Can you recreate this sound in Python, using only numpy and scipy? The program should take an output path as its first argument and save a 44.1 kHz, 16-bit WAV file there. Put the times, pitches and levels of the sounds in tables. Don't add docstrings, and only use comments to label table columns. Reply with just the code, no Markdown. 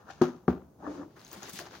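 import sys
import numpy as np
from scipy import signal
from scipy.fft import rfft, irfft, next_fast_len
from scipy.io import wavfile
from scipy.ndimage import map_coordinates

SR = 44100
rng = np.random.default_rng(int(sys.argv[2]) if len(sys.argv) > 2 else 0)


def decibels_to_gain(level_db):
    exponent = np.asarray(level_db, float) / 20
    return 10 ** exponent


def wav_out(sig):
    wavfile.write(sys.argv[1], SR, np.round(np.clip(np.atleast_2d(sig).T, -1, 1) * 32767).astype(np.int16))


N = 79380
T = np.arange(N) / SR


def unit(x):
    return x / np.sqrt(np.mean(x ** 2) + 1e-20)


def along(points, hz):
    point_hz, value = np.transpose(points)
    return np.interp(np.log(hz + 1), np.log(point_hz + 1), value)


def curves(rows):
    time_s, *columns = np.transpose(rows)
    return [np.interp(T, time_s, column) for column in columns]


def gate(rows, fade_s):
    fade_in = np.clip((T - rows[0][0]) / fade_s + 1, 0, 1)
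    fade_out = np.clip((rows[-1][0] - T) / fade_s + 1, 0, 1)
    return fade_in * fade_out


def wobble(rate_hz):
    return map_coordinates(rng.standard_normal(4000), [T * rate_hz])


def filtered(x, response):
    size = next_fast_len(N + SR // 2)
    return irfft(rfft(x, size) * response(np.fft.rfftfreq(size, 1 / SR)), size)[..., :N]


def shaped(spectrum):
    return lambda hz: decibels_to_gain(along(spectrum, hz))


def resonant(peaks):
    def response(hz):
        total = 0
        for k, (centre_hz, width_hz, level_db) in enumerate(peaks):
            damping = 1j * hz * width_hz
            total = total + (-1) ** k * decibels_to_gain(level_db) * damping / (centre_hz ** 2 - hz ** 2 + damping)
        return total
    return response


# pitch_hz, left_right_likeness [0..1]
LIKENESS = [(100, 0.98), (400, 0.83), (800, 0.54), (3000, 0.24), (10000, 0.1)]


def rush(colour, grain_db):
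    pair = rng.standard_normal((2, N)) * decibels_to_gain(grain_db * wobble(700))

    def mid_side(hz):
        angle = np.arccos(np.clip(along(LIKENESS, hz), -1, 1)) / 2
        return colour(hz) * [np.cos(angle), np.sin(angle)]

    mid, side = filtered(pair, mid_side)
    return unit(np.array([mid + side, mid - side]))


# pitch_hz, level_db, t60_s
WALL_FIRST = [(163, -12.5, 0.21), (243.4, 5, 0.046), (356.2, 2.5, 0.11), (527, -16, 0.036),
              (762, -15, 0.073), (887, -24, 0.045), (1037, -20, 0.038), (1234, -10, 0.026),
              (1310, -15.5, 0.049), (1700, -34, 0.023)]
WALL_SECOND = [(75.5, -13.5, 0.18), (190.7, -3.5, 0.076), (245, 0.5, 0.049), (352.5, -4.5, 0.069),
               (403, -7, 0.05), (549, -16.5, 0.053), (748, -11.5, 0.04), (1192, -11.5, 0.019),
               (1334, -15.5, 0.017), (1587, -29.5, 0.027)]
# start_s, level_db, tilt_db_per_octave
CONTACTS_FIRST = [
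    (0.2145, -16.5, -1),
    (0.255, -43.5, 6),
    (.275, -36.5, -4),
    (.29, -38, -1.5),
    (.347, -43.5, -0.5),
]
CONTACTS_SECOND = [
    (0.481, -13.5, 0.2),
    (.505, -29.5, 0.77),
    (.518, -38.5, 3),
    (.527, -32, -1),
    (.549, -31.5, -4),
    (.563, -37.5, -0.5),
    (0.579, -43, -1.5),
    (0.618, -45.5, -2.5),
]


def knocks():
    out, t = np.zeros(N + SR), T[:SR // 2]
    for wall, contacts in ((WALL_FIRST, CONTACTS_FIRST), (WALL_SECOND, CONTACTS_SECOND)):
        for k, (start_s, level_db, tilt_db) in enumerate(contacts):
            rebound = k > 0
            rise_cycles = 1.56 if rebound else 0.49
            ring = 0
            for hz, mode_db, t60_s in wall:
                stray, phase = rng.standard_normal(2) * rebound
                fall = decibels_to_gain(mode_db + tilt_db * np.log2(hz / 300) + 1.5 * stray - 60 * t / t60_s)
                ring = ring + fall * np.sin(2 * np.pi * hz * t + phase) * (1 - np.exp(-t * hz / rise_cycles))
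            out[round(start_s * SR):][:len(t)] += decibels_to_gain(level_db) * np.sqrt(2) * ring
    return out[:N]


# start_s, level_db, rise_s, t60_s
SHAKES = [
    (0.214, -31.5, 0.0022, 0.2),
    (0.479, -37, 0.00058, 0.23),
]
# pitch_hz, level_db_per_hz
SHAKE_FIRST = [(300, -11), (550, -6), (1300, -7), (2100, -23), (6600, -27), (8000, -34.5), (16000, -39)]
SHAKE_SECOND = [(300, -10.5), (550, -3.5), (1400, -12.5), (2000, -24), (6500, -39), (15500, -48.5)]
MIST = [(12500, -17), (14500, 3)]


def shaken():
    late_db, late_longer = -17, 2.96
    mist_db, mist_t60_s = -60, 0.45
    out = 0
    for (start_s, level_db, rise_s, t60_s), tone in zip(SHAKES, (SHAKE_FIRST, SHAKE_SECOND)):
        t = np.maximum(T - start_s, 0)
        fall = decibels_to_gain(-60 * t / t60_s) + decibels_to_gain(late_db - 60 * t / t60_s / late_longer)
        out = out + decibels_to_gain(level_db) * fall * (1 - np.exp(-t / rise_s)) * rush(shaped(tone), grain_db=2.5)
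    mist = decibels_to_gain(mist_db - 60 * t / mist_t60_s) * (1 - np.exp(-100 * t))
    return out + mist * rush(shaped(MIST), grain_db=2)


# start_s, pressure_db, grit_share_db
DRAG = [
    (.795, -62.5, -4),
    (.83, -50, -3),
    (.87, -40.5, -1.5),
    (.905, -38.5, -12.5),
    (.945, -47.5, -5.5),
    (1.0, -45, -8),
    (1.035, -46, -7.5),
    (1.07, -56.5, -17),
    (1.11, -60, -6),
]
# pitch_hz, width_hz, level_db
DRAG_WALL = [(79, 17, -8.5), (171.6, 11.2, -6.5), (306, 65, -4), (550, 73, -18.5)]
DRAG_GRIT = [(590, 79, 6), (854, 210, 1.5), (1184, 230, 1), (1803, 170, -7)]
# pitch_hz, level_db_per_hz
DRAG_HISS = [(1500, -31), (2200, -6), (6500, -6.5), (8000, -10), (12000, -21.5)]


def drag():
    hiss_db, hiss_s, hiss_width_s = -63.5, 0.939, 0.1
    dull_hz = 2230
    pressure_db, grit_db = curves(DRAG)

    def dull(peaks):
        return lambda hz: resonant(peaks)(hz) / (1 + (hz / dull_hz) ** 6)

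    swell = np.exp(-((T - hiss_s) / hiss_width_s) ** 2)
    hiss = decibels_to_gain(hiss_db) * swell * rush(shaped(DRAG_HISS), grain_db=0.5)
    body = decibels_to_gain(-2) * rush(dull(DRAG_WALL), grain_db=2.5)
    grit = decibels_to_gain(grit_db) * rush(dull(DRAG_GRIT), grain_db=3.5)
    return gate(DRAG, fade_s=0.013) * decibels_to_gain(pressure_db) * (body + grit) + hiss


# start_s, level_db, pitch_hz, t60_s
SLIPS = [(.84, -37, 258, 0.081), (.852, -37, 255, 0.041), (.872, -34, 269, 0.077), (0.893, -28.5, 282, .1),
         (0.924, -36, 290, 0.035), (.954, -35.5, 330, 0.079), (.976, -35, 284, 0.093),
         (.994, -35, 291, 0.11), (1.019, -38, 326, 0.083), (1.031, -39, 338, 0.055), (1.056, -43, 316, .08)]


def slips():
    rise_cycles, upper_ratio, upper_db = 1.1, 1.8, -15.5
    out, t = np.zeros(N + SR), T[:SR // 4]
    for start_s, level_db, hz, t60_s in SLIPS:
        phase = 2 * np.pi * hz * t
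        ring = np.sin(phase) + decibels_to_gain(upper_db + rng.normal(0, 3.4)) * np.sin(upper_ratio * phase)
        rise = 1 - np.exp(-t * hz / rise_cycles)
        out[round(start_s * SR):][:len(t)] += decibels_to_gain(level_db - 60 * t / t60_s) * rise * ring
    return out[:N]


# start_s, level_db, spray_share_db
SLOP = [
    (0, -60, -15),
    (.05, -66.5, -12.5),
    (.085, -52.5, -18.5),
    (.105, -47.5, -7.5),
    (.13, -59.5, -2),
    (.17, -66.5, -3.5),
    (.205, -63, -7.5),
]
# pitch_hz, level_db_per_hz
SLOP_TONE = [(80, -36), (150, -10), (600, -3), (1500, -3), (1850, -8), (2100, -38)]
SPRAY = [(1500, -42.5), (2200, 2), (6700, -2.5), (8000, -7), (13000, -28)]


def slop():
    level_db, spray_db = curves(SLOP)
    lap = rush(shaped(SLOP_TONE), grain_db=3.5)
    spray = decibels_to_gain(spray_db) * rush(shaped(SPRAY), grain_db=2.5)
    return gate(SLOP, fade_s=0.072) * decibels_to_gain(level_db) * (lap + spray)


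# start_s, effort_db, fine_foam_share_db, water_share_db
STIR = [(1.154, -74, -19, 0), (1.167, -72, 1, 15), (1.25, -62, -2.5, -2.5), (1.3, -65, 2, 0),
        (1.335, -58.5, 5.5, 3.5), (1.37, -60, -0.5, 7.5), (1.41, -58.5, -1, -1), (1.44, -54.5, -7, 0),
        (1.475, -52.5, -6.5, -4.5), (1.495, -53, 5.5, 1.5), (1.52, -59.5, 1.5, -5.5),
        (1.535, -52, 9.5, -16.5), (1.575, -48, -0.5, -16), (1.6, -47.5, -2.5, -3.5), (1.64, -60, -1, 5),
        (1.7, -63.5, -11.5, 3.5), (1.75, -57, -9.5, 2.5), (1.8, -63, -5, -0.5)]
# pitch_hz, level_db_per_hz
FIZZ = [(1200, -17), (2400, -11.5), (4800, -10), (6700, -17.5), (7600, -16), (10000, -48.5)]
FINE = [(5000, -19.5), (7500, -2), (13500, -9.5), (16000, -12)]
WATER = [(50, -22), (90, -4), (250, -5), (600, -6), (1100, -4.5), (1900, -10.5), (3000, -26.5)]
# pitch_hz, width_hz, level_db
BOWL = [(367, 56, 0)]


def stir():
    effort_db, fine_db, water_db = curves(STIR)
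    pulse_db = 1.1 * wobble(72.9)
    fizz = decibels_to_gain(effort_db + pulse_db) * rush(shaped(FIZZ), grain_db=2.0)
    fine = decibels_to_gain(effort_db + fine_db + pulse_db) * rush(shaped(FINE), grain_db=2.0)
    bowl = decibels_to_gain(-3.5) * rush(resonant(BOWL), grain_db=1)
    water = decibels_to_gain(effort_db + water_db) * (rush(shaped(WATER), grain_db=3.5) + bowl)
    return gate(STIR, fade_s=0.11) * (fizz + fine + water)


# start_s, level_db, rise_s, t60_s
SPLASHES = [(1.162, -59, .002, 0.08), (1.287, -57, 0.0011, .015), (1.303, -52, 0.0029, .05),
            (1.331, -51, .003, .06), (1.421, -43.5, 0.0017, .07), (1.445, -44, .004, .07),
            (1.52, -53, .001, .03), (1.561, -50, .001, .03), (1.639, -48, .001, 0.017),
            (1.662, -43, .002, 0.05), (1.708, -49, .002, 0.044), (1.732, -47.5, 0.0034, 0.087),
            (1.748, -50, .003, 0.084)]
# pitch_hz, level_db_per_hz
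SPLASH_TONE = [(300, -14), (700, 0.5), (1600, -0.5), (2300, -12), (6500, -12), (8000, -30)]


def splashes():
    level = 0
    for start_s, level_db, rise_s, t60_s in SPLASHES:
        t = np.maximum(T - start_s, 0)
        level = level + decibels_to_gain(level_db - 60 * t / t60_s) * (1 - np.exp(-t / rise_s))
    return level * rush(shaped(SPLASH_TONE), grain_db=3.5)


# start_s, peak_db, pitch_hz, life_ms
POPS = [(1.1945, -44.5, 4970, 0.36), (1.2155, -45, 4100, 0.61), (1.2485, -41, 6170, 1),
        (1.2665, -45.5, 4000, 0.98), (1.279, -39, 6750, 0.3), (1.3152, -36, 6350, 0.47),
        (1.3297, -29.5, 15100, 0.82), (1.339, -47, 5100, .4), (1.349, -43, 7000, 0.44),
        (1.4315, -29, 6600, 0.53), (1.4967, -28.5, 15700, 0.61), (1.533, -43.5, 6500, 0.4),
        (1.5889, -22.5, 6750, 0.16)]
# start_s, peak_db, pitch_hz, life_cycles
GLUGS = [(.041, -50.5, 166, 1.6), (.0845, -47, 1470, 6.5), (.101, -48, 1710, 8.5), (.1025, -40.5, 778, 4.6),
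         (.121, -52.5, 147, 9.5), (.802, -49, 755, 5.5), (.825, -45.5, 805, 5.5), (1.367, -45.5, 192, 3.2),
         (1.4245, -44.5, 1430, 3.8), (1.477, -47, 395, 3.1), (1.4825, -45.5, 1985, 7.5),
         (1.5355, -40, 180, 1.7), (1.5914, -27.5, 1610, 1.15), (1.604, -40, 672, 4.2),
         (1.6135, -42, 605, 3.1), (1.6635, -45, 738, 2.9)]


def bubbles():
    spit_db, spit_s = -7, 0.0014
    out, t = np.zeros((2, N + SR)), T[:SR // 10]
    pops = [(start_s, peak_db, hz, life_ms * hz / 1000) for start_s, peak_db, hz, life_ms in POPS]
    for start_s, peak_db, hz, cycles in pops + list(GLUGS):
        age = t * hz / max(cycles, 0.5)
        rising = 1 + 0.0082 * np.minimum(age, 3)
        tone = np.exp(-age) * (1 - np.exp(-8 * age)) * np.sin(2 * np.pi * hz * t * rising)
        spit = decibels_to_gain(spit_db) * t / spit_s * np.exp(-t / spit_s) * rng.standard_normal((2, len(t)))
        burst = tone + spit * min(hz / 4000, 1)
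        out[:, round(start_s * SR):][:, :len(t)] += decibels_to_gain(peak_db) * burst
    return out[:, :N]


# pitch_hz, t60_s
YARD = [(300, 0.29), (10000, 0.043)]


def yard(x):
    noise = [[0.93, 0.56], [0.52, 1]] @ rng.standard_normal((2, SR // 2))
    hz, t, z = signal.stft(noise, SR, nperseg=256)
    fall = decibels_to_gain(-60 * t / along(YARD, hz)[:, None])
    tail = signal.istft(z * fall, SR, nperseg=256)[1]
    tail = tail / np.linalg.norm(tail[0])
    return signal.fftconvolve(np.pad(x, (300, 0))[None], tail, axes=1)[:, :N]


# pitch_hz, level_db_per_hz
AIR = [(30, -11), (70, 0), (300, -9), (900, -20.5), (2000, -43), (3500, -45.5), (8000, -37), (15500, -38)]


def air():
    return decibels_to_gain(-58.5) * rush(shaped(AIR), grain_db=1.5)


# pitch_hz, left_over_right_db
LEAN = [(60, 1), (300, 2), (1300, 4), (4000, 3.5), (15000, 4)]


def scene():
    hits, pops = knocks(), bubbles()
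    near = hits + shaken() + drag() + slips() + slop() + stir() + splashes() + pops
    near = near + decibels_to_gain(-17) * yard(hits) + decibels_to_gain(-8.5) * yard(pops[0])
    side = np.array([[0.5], [-0.5]])

    def lean(hz):
        return decibels_to_gain(along(LEAN, hz) * side) * np.exp(2j * np.pi * hz * side / SR)

    return air() + filtered(near, lean)


def top_cut(x):
    return signal.sosfilt(signal.butter(12, 17000, fs=SR, output="sos"), x)


# pitch_hz, level_db
MIC = [(5600, 2.5), (6700, 4.5), (7300, -6.5), (13500, -2), (15500, 2)]


def record(dry):
    rumble_cut_hz, top_hz = 60, 15950

    def microphone(hz):
        rumble_cut = (1j * hz / (rumble_cut_hz + 1j * hz)) ** 3
        return shaped(MIC)(hz) * rumble_cut * (hz < top_hz)

    mix = filtered(dry, microphone)
    return top_cut(mix)


dry = scene()
out = record(dry)
wav_out(out)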